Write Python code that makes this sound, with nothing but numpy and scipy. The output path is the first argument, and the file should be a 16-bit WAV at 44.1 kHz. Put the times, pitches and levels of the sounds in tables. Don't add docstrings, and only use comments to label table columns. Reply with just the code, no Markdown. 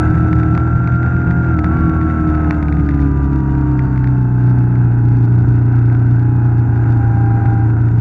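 import sys
import numpy as np
from scipy import signal
from scipy.fft import rfft, irfft
from scipy.io import wavfile

SR = 44100
rng = np.random.default_rng(int(sys.argv[2]) if len(sys.argv) > 2 else 0)


def transcribe(signal):
    frames = np.atleast_2d(signal).T
    limited = np.clip(frames, -1, 1)
    pcm = np.round(limited * 32767).astype(np.int16)
    wavfile.write(sys.argv[1], SR, pcm)


def boost_factor(decibels):
    exponent = np.asarray(decibels, float) / 20
    return 10 ** exponent


N = 353152
MIDDLE_SPEED = 35

# pitch_hz, level_db (per Hz)
CASE_COLOUR = [(300, -19), (480, -8.5), (590, -5), (720, 5.5), (930, -1.5), (1110, -9.5), (1390, 2.5),
               (1580, 1), (1740, -13), (2000, -15), (2400, -25), (2650, -22), (3050, -38), (12000, -48)]
# pitch_hz, width_hz, level_db
AIR_MODES = [(2600, 120, 3), (3620, 200, 7), (4550, 200, 7), (5900, 250, 8), (7050, 450, 10)]
# multiple (of the cycle rate), level_db, pulling_change_db, braking_change_db
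STRONG_ORDERS = [(2, -1.5, -1, 1), (3, -5.5, 2, -9), (4, 0.5, -3, 0), (8, 0.5, -8, .5)]


def rms_one(x):
    return x / np.sqrt(np.mean(x ** 2) + 1e-20)


def in_time(rows):
    s, *columns = np.transpose(rows)
    return [np.interp(np.arange(N) / SR, s, column) for column in columns]


def at_hz(points, hz):
    point_hz, point_db = np.transpose(points)
    return np.interp(np.log(np.maximum(hz, 1)), np.log(point_hz), point_db)


def drift(rate):
    r = np.exp(-80 * np.pi * rate / SR)
    slow = signal.lfilter([1], [1, -2 * r, r * r], rng.standard_normal(N // 40 + 2002))[2000:]
    return np.interp(np.arange(N) / 40, np.arange(len(slow)), rms_one(slow))


def colour(x, points, modes=()):
    size = 16384
    hz = np.arange(size // 2 + 1) * SR / size
    db = at_hz(points, hz)
    for mode_hz, width_hz, peak_db in modes:
        db = db + peak_db / (1 + (2 * (hz - mode_hz) / width_hz) ** 2)
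    cepstrum = irfft(np.log(boost_factor(db)), size)
    cepstrum[1:size // 2] *= 2
    cepstrum[size // 2 + 1:] = 0
    response = irfft(np.exp(rfft(cepstrum)), size)[:size // 2]
    return signal.fftconvolve(x, response)[:N]


def order(cycles, multiple, level_db, wobble_db, wander, rate, spread=1):
    phase = 2 * np.pi * (multiple * cycles + spread * rng.random()) + wander * drift(rate)
    return -np.sqrt(2) * boost_factor(level_db + wobble_db * drift(rate)) * np.cos(phase)


def engine_speed():
    # time_s, speed (cycles per s)
    revs = [(0.0, 38.97), (0.48, 39.3), (0.62, 40.02), (1.34, 41.5), (1.8, 40.35), (2.35, 38.62),
            (2.65, 36.95), (2.95, 35.7), (3.7, 33.2), (4.3, 30.85), (4.75, 30.35), (4.9, 29.7),
            (5.5, 29.75), (6.4, 29.75), (6.9, 29.1), (7.05, 28.7), (7.6, 28.42), (8.01, 29.17)]
    shift_s, sag_cycles, spread_s = 1.625, 2.5, 0.058
    sag = sag_cycles * np.exp(-0.5 * ((np.arange(N) / SR - shift_s) / spread_s) ** 2)
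    return in_time(revs)[0] - sag + 0.05 * drift(4.0)


def with_load(pull_db, brake_db):
    # time_s, load (1 pulling, 0 coasting along, -1 engine braking)
    throttle = [(0, -0.11), (.6, 0.21), (.75, 1), (1.45, .9), (1.58, -.7), (2.5, -0.99), (3.5, -1.3),
                (4.1, -1.2), (4.8, -0.81), (5.25, -0.77), (5.4, 0.032), (6.2, 0.24), (6.9, 0.13),
                (7.4, 0.22), (7.7, .2), (8.01, 0.19)]
    load, = in_time(throttle)
    return pull_db * np.maximum(load, 0) + brake_db * np.maximum(-load, 0)


def strong_db(row, speed):
    # pitch_hz, level_db
    sway = [(58, -30), (70, -15), (82, -17.5), (100, -16.5), (119, -10.5), (136, -16.5), (152, -25.5),
            (168, -22)]
    # pitch_hz, level_db
    buzz = [(228, -31.5), (255, -32.5), (275, -23.5), (300, -20.5), (330, -22)]
    multiple, db, pull_db, brake_db = row
    response_db = at_hz(sway if multiple < 6 else buzz, round(multiple) * speed)
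    return db + with_load(pull_db, brake_db) + response_db


def background(speed, db, per_speed_db, roughness_share, patchy_db):
    # time_s, level_db
    roughness = [(0, 8), (.2, 3.5), (.6, 0.5), (1.05, -5), (1.5, -0.5), (2.0, -3.5), (2.55, 2.5), (3.0, -3),
                 (3.5, .0), (4.0, -3), (4.6, -3), (5.2, .0), (5.7, .0), (6.2, -2), (6.9, 3), (7.5, 6.5),
                 (7.75, -0.5), (8.01, 7)]
    speed_db = per_speed_db * (speed - MIDDLE_SPEED)
    return db + speed_db + roughness_share * in_time(roughness)[0] + patchy_db * drift(3.0)


def road(speed):
    # pitch_hz, level_db (per Hz)
    rumble_colour = [(15, -25), (30, -8.5), (50, -5.5), (75, 4), (100, -1.5), (130, 2), (175, -4.5),
                     (205, -7.5), (230, -15.5), (300, -9.5), (400, -18), (470, -22), (600, -59)]
    # pitch_hz, level_db (per Hz)
    ring_colour = [(100, -38), (150, -6.5), (175, 6.5), (195, 1.5), (215, -17.5), (300, -53.5)]
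    rumble_db = background(speed, db=-25, per_speed_db=0.35, roughness_share=0.66, patchy_db=1.5)
    ring_db = background(speed, db=-33, per_speed_db=0.88, roughness_share=0.45, patchy_db=2)
    rumble = rms_one(colour(rng.standard_normal(N), rumble_colour))
    rumble *= boost_factor(rumble_db + 2.5 + 1.3 * drift(5.7))
    ring = boost_factor(ring_db + 0.5) * rms_one(colour(rng.standard_normal(N), ring_colour))
    return signal.sosfilt(signal.butter(6, 800, fs=SR, output="sos"), rumble + ring)


def tread():
    # time_s, pitch_hz, level_db
    hum = [(0, 167, -25), (.6, 170.3, -23.5), (1.5, 175.6, -26), (1.9, 173, -21.5), (2.3, 168, -26.5),
           (2.7, 164.6, -20.5), (3.2, 157.4, -39.5), (8.01, 132.5, -48.5)]
    hz, db = in_time(hum)
    return order(np.cumsum(hz) / SR, 1, db, wobble_db=3.0, wander=0.43, rate=9.5)


def case_hiss(cycles, speed):
    # pitch_hz, level_db
    air_tilt = [(500, -1), (650, -10.5), (1600, -5), (2000, -2.5), (4000, -2), (7300, -1), (8000, -9),
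                (10000, -6), (12500, -26)]
    clatter_db = background(speed, db=-44, per_speed_db=0.6, roughness_share=0.5, patchy_db=1.5)
    wind_db = background(speed, db=-63, per_speed_db=0.39, roughness_share=0.5, patchy_db=0.2)
    swell = boost_factor(1.5 * np.sin(4 * np.pi * cycles) + 1.2 * drift(25))
    hiss = colour(colour(swell * rng.standard_normal(N), air_tilt), CASE_COLOUR, AIR_MODES)
    clatter = signal.sosfilt(signal.butter(5, 3000, fs=SR, output="sos"), hiss)
    wind = signal.sosfilt(signal.butter(5, [2850, 11000], "band", fs=SR, output="sos"), hiss)
    return boost_factor(clatter_db + 8.5) * rms_one(clatter) + boost_factor(wind_db + 0.5) * rms_one(wind)


def knock_runs(speed):
    # start_s, peak_db
    hard_knocks = [(0.329, -18), (0.398, -24), (0.4319, -23), (0.5502, -18.5), (0.576, -16.5),
                   (0.8737, -21), (0.9211, -30), (1.0293, -24), (1.2153, -27.5), (1.273, -35),
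                   (1.3094, -21.5), (1.5409, -31), (1.5893, -18.5), (1.643, -15.5), (1.8952, -26),
                   (2.3503, -27), (2.5075, -11.5), (2.5443, -29), (2.6262, -22.5), (2.6828, -22),
                   (2.7244, -22.5), (2.7686, -31.5), (2.8893, -20), (3.7918, -21.5), (3.822, -37.5),
                   (3.9765, -24.5), (4.0423, -23.5), (4.0728, -23.5), (4.7546, -31), (5.9484, -27)]
    light_per_s = 10.5 * boost_factor(2.1 * (speed - MIDDLE_SPEED))
    light = np.flatnonzero(rng.random(N) < light_per_s / SR)
    light_db = -29 + 4 * rng.standard_normal(N)[light]
    hard_s, hard_db = np.transpose(hard_knocks)
    starts = np.r_[np.round(hard_s * SR).astype(int), light]
    levels = np.r_[hard_db + 5.0, light_db]

    run_s, density, main_contact, main_contact_s = 0.0039, 0.069, 4.4, 0.0012
    shape = np.sin(np.pi * np.clip(np.arange(400) / SR / run_s, 0, 1)) ** 1.1
    runs = shape * (rng.random((200, 400)) < density) * rng.standard_normal((200, 400))
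    runs[:, int(main_contact_s * SR)] = -main_contact
    out = np.zeros(N + 400)
    for start, level, run in zip(starts, levels, runs):
        out[start:start + 400] += boost_factor(level) * run / np.sqrt(np.sum(run ** 2) + 1e-9)
    return out[:N]


def ticks_and_knocks(motion, speed):
    # pitch_hz, level_db (per Hz)
    tick_colour = [(300, -12), (1000, -1.5), (1700, 2.5), (2300, -1.5), (3000, -20.5), (4500, -26),
                   (5500, -29.5), (7000, -44), (8000, -43.5), (11000, -44.5), (13000, -63)]
    beyond = (motion < -0.49) | (motion > 0.6)
    crossings = np.flatnonzero(np.diff(beyond))
    ticks = np.zeros(N)
    tick_gain = boost_factor(-25 + 3.5 * rng.standard_normal(N)[crossings])
    ticks[crossings] = tick_gain * np.diff(motion)[crossings] * 10
    bright = colour(ticks, [(1500, -4.5), (3000, 13), (8000, 21.5)])
    unit = np.max(np.abs(colour(np.eye(1, N)[0], tick_colour)))
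    return colour(bright + knock_runs(speed), tick_colour, AIR_MODES[1:]) / unit


def valve_gear(cycles, speed):
    # share (of the cycle), level_db
    contacts = [(0.019, -2), (0.193, 1), (0.313, 0), (0.42, 1), (0.538, -4), (.62, 4.5), (0.718, 4),
                (0.861, 3.5)]
    # pitch_hz, width_hz, level_db
    panel_modes = [(712, 14, 2.5), (931.5, 29, 7.5)]
    taps_db = background(speed, db=-41.5, per_speed_db=0.14, roughness_share=0.25, patchy_db=1.5)
    clicks = np.zeros(N)
    turns = np.arange(int(cycles[-1]))
    for share, db in contacts:
        moments = turns + share + 0.0018 * rng.standard_normal(len(turns))
        at = np.interp(moments, cycles, np.arange(N)).astype(int)
        clicks[at] += boost_factor(db + 2.6 * rng.standard_normal(len(turns)))
    dull = signal.sosfilt(signal.butter(4, 1900, fs=SR, output="sos"), clicks)
    return boost_factor(taps_db + 4.5) * rms_one(colour(dull, CASE_COLOUR, panel_modes))


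def bearing_db():
    # start_s, length_s, level_db (at the start), swell_db_per_s
    spells = [
        (1.66, 1, -43, 3),
        (2.911, 2.37, -39.5, -.5),
        (6.2, 1.45, -38, -0.5),
        (6.985, .67, -34.5, 5),
    ]
    edge_s, slack_db = 0.065, -55.5
    t = np.arange(N) / SR
    gain = boost_factor(slack_db)
    for start, length, db, swell_db in spells:
        inside_s = np.minimum(t - start, start + length - t)
        gain = gain + boost_factor(db + swell_db * (t - start)) * np.clip(inside_s / edge_s + 0.5, 0, 1)
    return 20 * np.log10(gain)


def gears(cycles, speed):
    # pitch_hz, level_db
    small_mesh = [(830, -1.5), (890, -1), (945, 4), (1010, -4.5), (1080, -5), (1125, 5)]
    # pitch_hz, level_db
    large_mesh = [(975, -45.5), (1010, -55.5), (1080, -50), (1200, -39), (1270, -37), (1310, -29.5),
                  (1400, -28)]
    # pitch_hz, level_db
    side_line = [(640, -34.5), (675, -18), (730, -16)]
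    # pitch_hz, level_db
    upper_mesh = [(2380, -34), (2520, -20.5), (2750, -31), (4300, -55), (4550, -31.5), (4750, -46.5)]
    # pitch_hz, level_db
    panel_line = [(900, -60.5), (935, -46.5), (960, -46.5), (1000, -59)]
    small_db = bearing_db() + at_hz(small_mesh, 28 * speed)
    large_db = at_hz(large_mesh, 34 * speed)
    octave_dip = [(1650, 7), (1880, -2.5), (2050, 7.5), (2300, 3.5)]
    small_side = [(1040, -17), (1180, -7.5), (1300, -14)]
    lines = [
        (28, small_db),
        (56, small_db - 20.0 + at_hz(octave_dip, 56 * speed)),
        (72, small_db - 29.0),
        (36, small_db + at_hz(small_side, 36 * speed)),
        (34, large_db),
        (36, large_db - 14.5),
        (32, at_hz(panel_line, 32 * speed)),
        (33, at_hz(panel_line, 33 * speed)),
        (84, small_db + at_hz(upper_mesh, 84 * speed)),
        (140, small_db + at_hz(upper_mesh, 140 * speed)),
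        (38, large_db - 12.5),
        (17, large_db - 14.5),
        (18, strong_db(STRONG_ORDERS[-1], speed) + at_hz(side_line, 18 * speed))]
    return sum(order(cycles, k, db, wobble_db=0.9, wander=0.2, rate=12) for k, db in lines)


def shaking(cycles, speed):
    # multiple (of the cycle rate), level_db
    weak_orders = [(1, -35.5), (5, -35), (6, -27), (7, -36), (9, -31), (10, -38), (11, -32), (12, -36.5),
                   (13, -36), (14, -35.5), (15, -37.5), (16, -44.5)]
    # pitch_hz, level_db
    frame_response = [(25, -4), (40, -2), (150, -7), (185, -3), (213, -7.5), (238, -3.5), (260, 0.5),
                      (300, 9), (340, -4), (400, -3.5), (450, -17), (520, -16.5), (650, -11.5)]
    lag = 0.08 * np.clip((4 * speed - 135) / 30, 0, 1)
    out = np.zeros(N)
    for row in STRONG_ORDERS[:3]:
        k = round(row[0])
        out += order(cycles - lag * (k > 3), k, strong_db(row, speed),
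                     wobble_db=0.74, wander=0.17, rate=12.0, spread=0.12)
    out += order(cycles, 8, strong_db(STRONG_ORDERS[-1], speed),
                 wobble_db=2.17, wander=0.079, rate=9.5, spread=0.07)
    low_db = with_load(pull_db=-3, brake_db=0)
    high_db = with_load(pull_db=-3.5, brake_db=-0.5)
    for multiple, db in weak_orders:
        k = round(multiple)
        level_db = db + (low_db if k < 8 else high_db) + at_hz(frame_response, k * speed)
        if k == 6:
            level_db = level_db + with_load(pull_db=0, brake_db=4)
        out += order(cycles, k, level_db, wobble_db=2.0, wander=0.49, rate=4.2)
    return out


def scene():
    speed = engine_speed()
    cycles = np.cumsum(speed) / SR
    motion = road(speed) + tread() + shaking(cycles, speed)
    body = case_hiss(cycles, speed) + valve_gear(cycles, speed) + gears(cycles, speed)
    return (motion + body + ticks_and_knocks(motion, speed))[None]


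def low_pass(x):
    return signal.sosfilt(signal.butter(12, 15700, fs=SR, output="sos"), x)


def record(dry):
    top = 0.95
    rounded = top * dry / (1 + np.abs(dry / top) ** 8) ** (1 / 8)
    microphone_top_hz = 11500
    dulling = signal.cheby2(8, 30, microphone_top_hz * 1.1, fs=SR, output="sos")
    return low_pass(signal.sosfilt(dulling, rounded))


dry = scene()
out = record(dry)
transcribe(out)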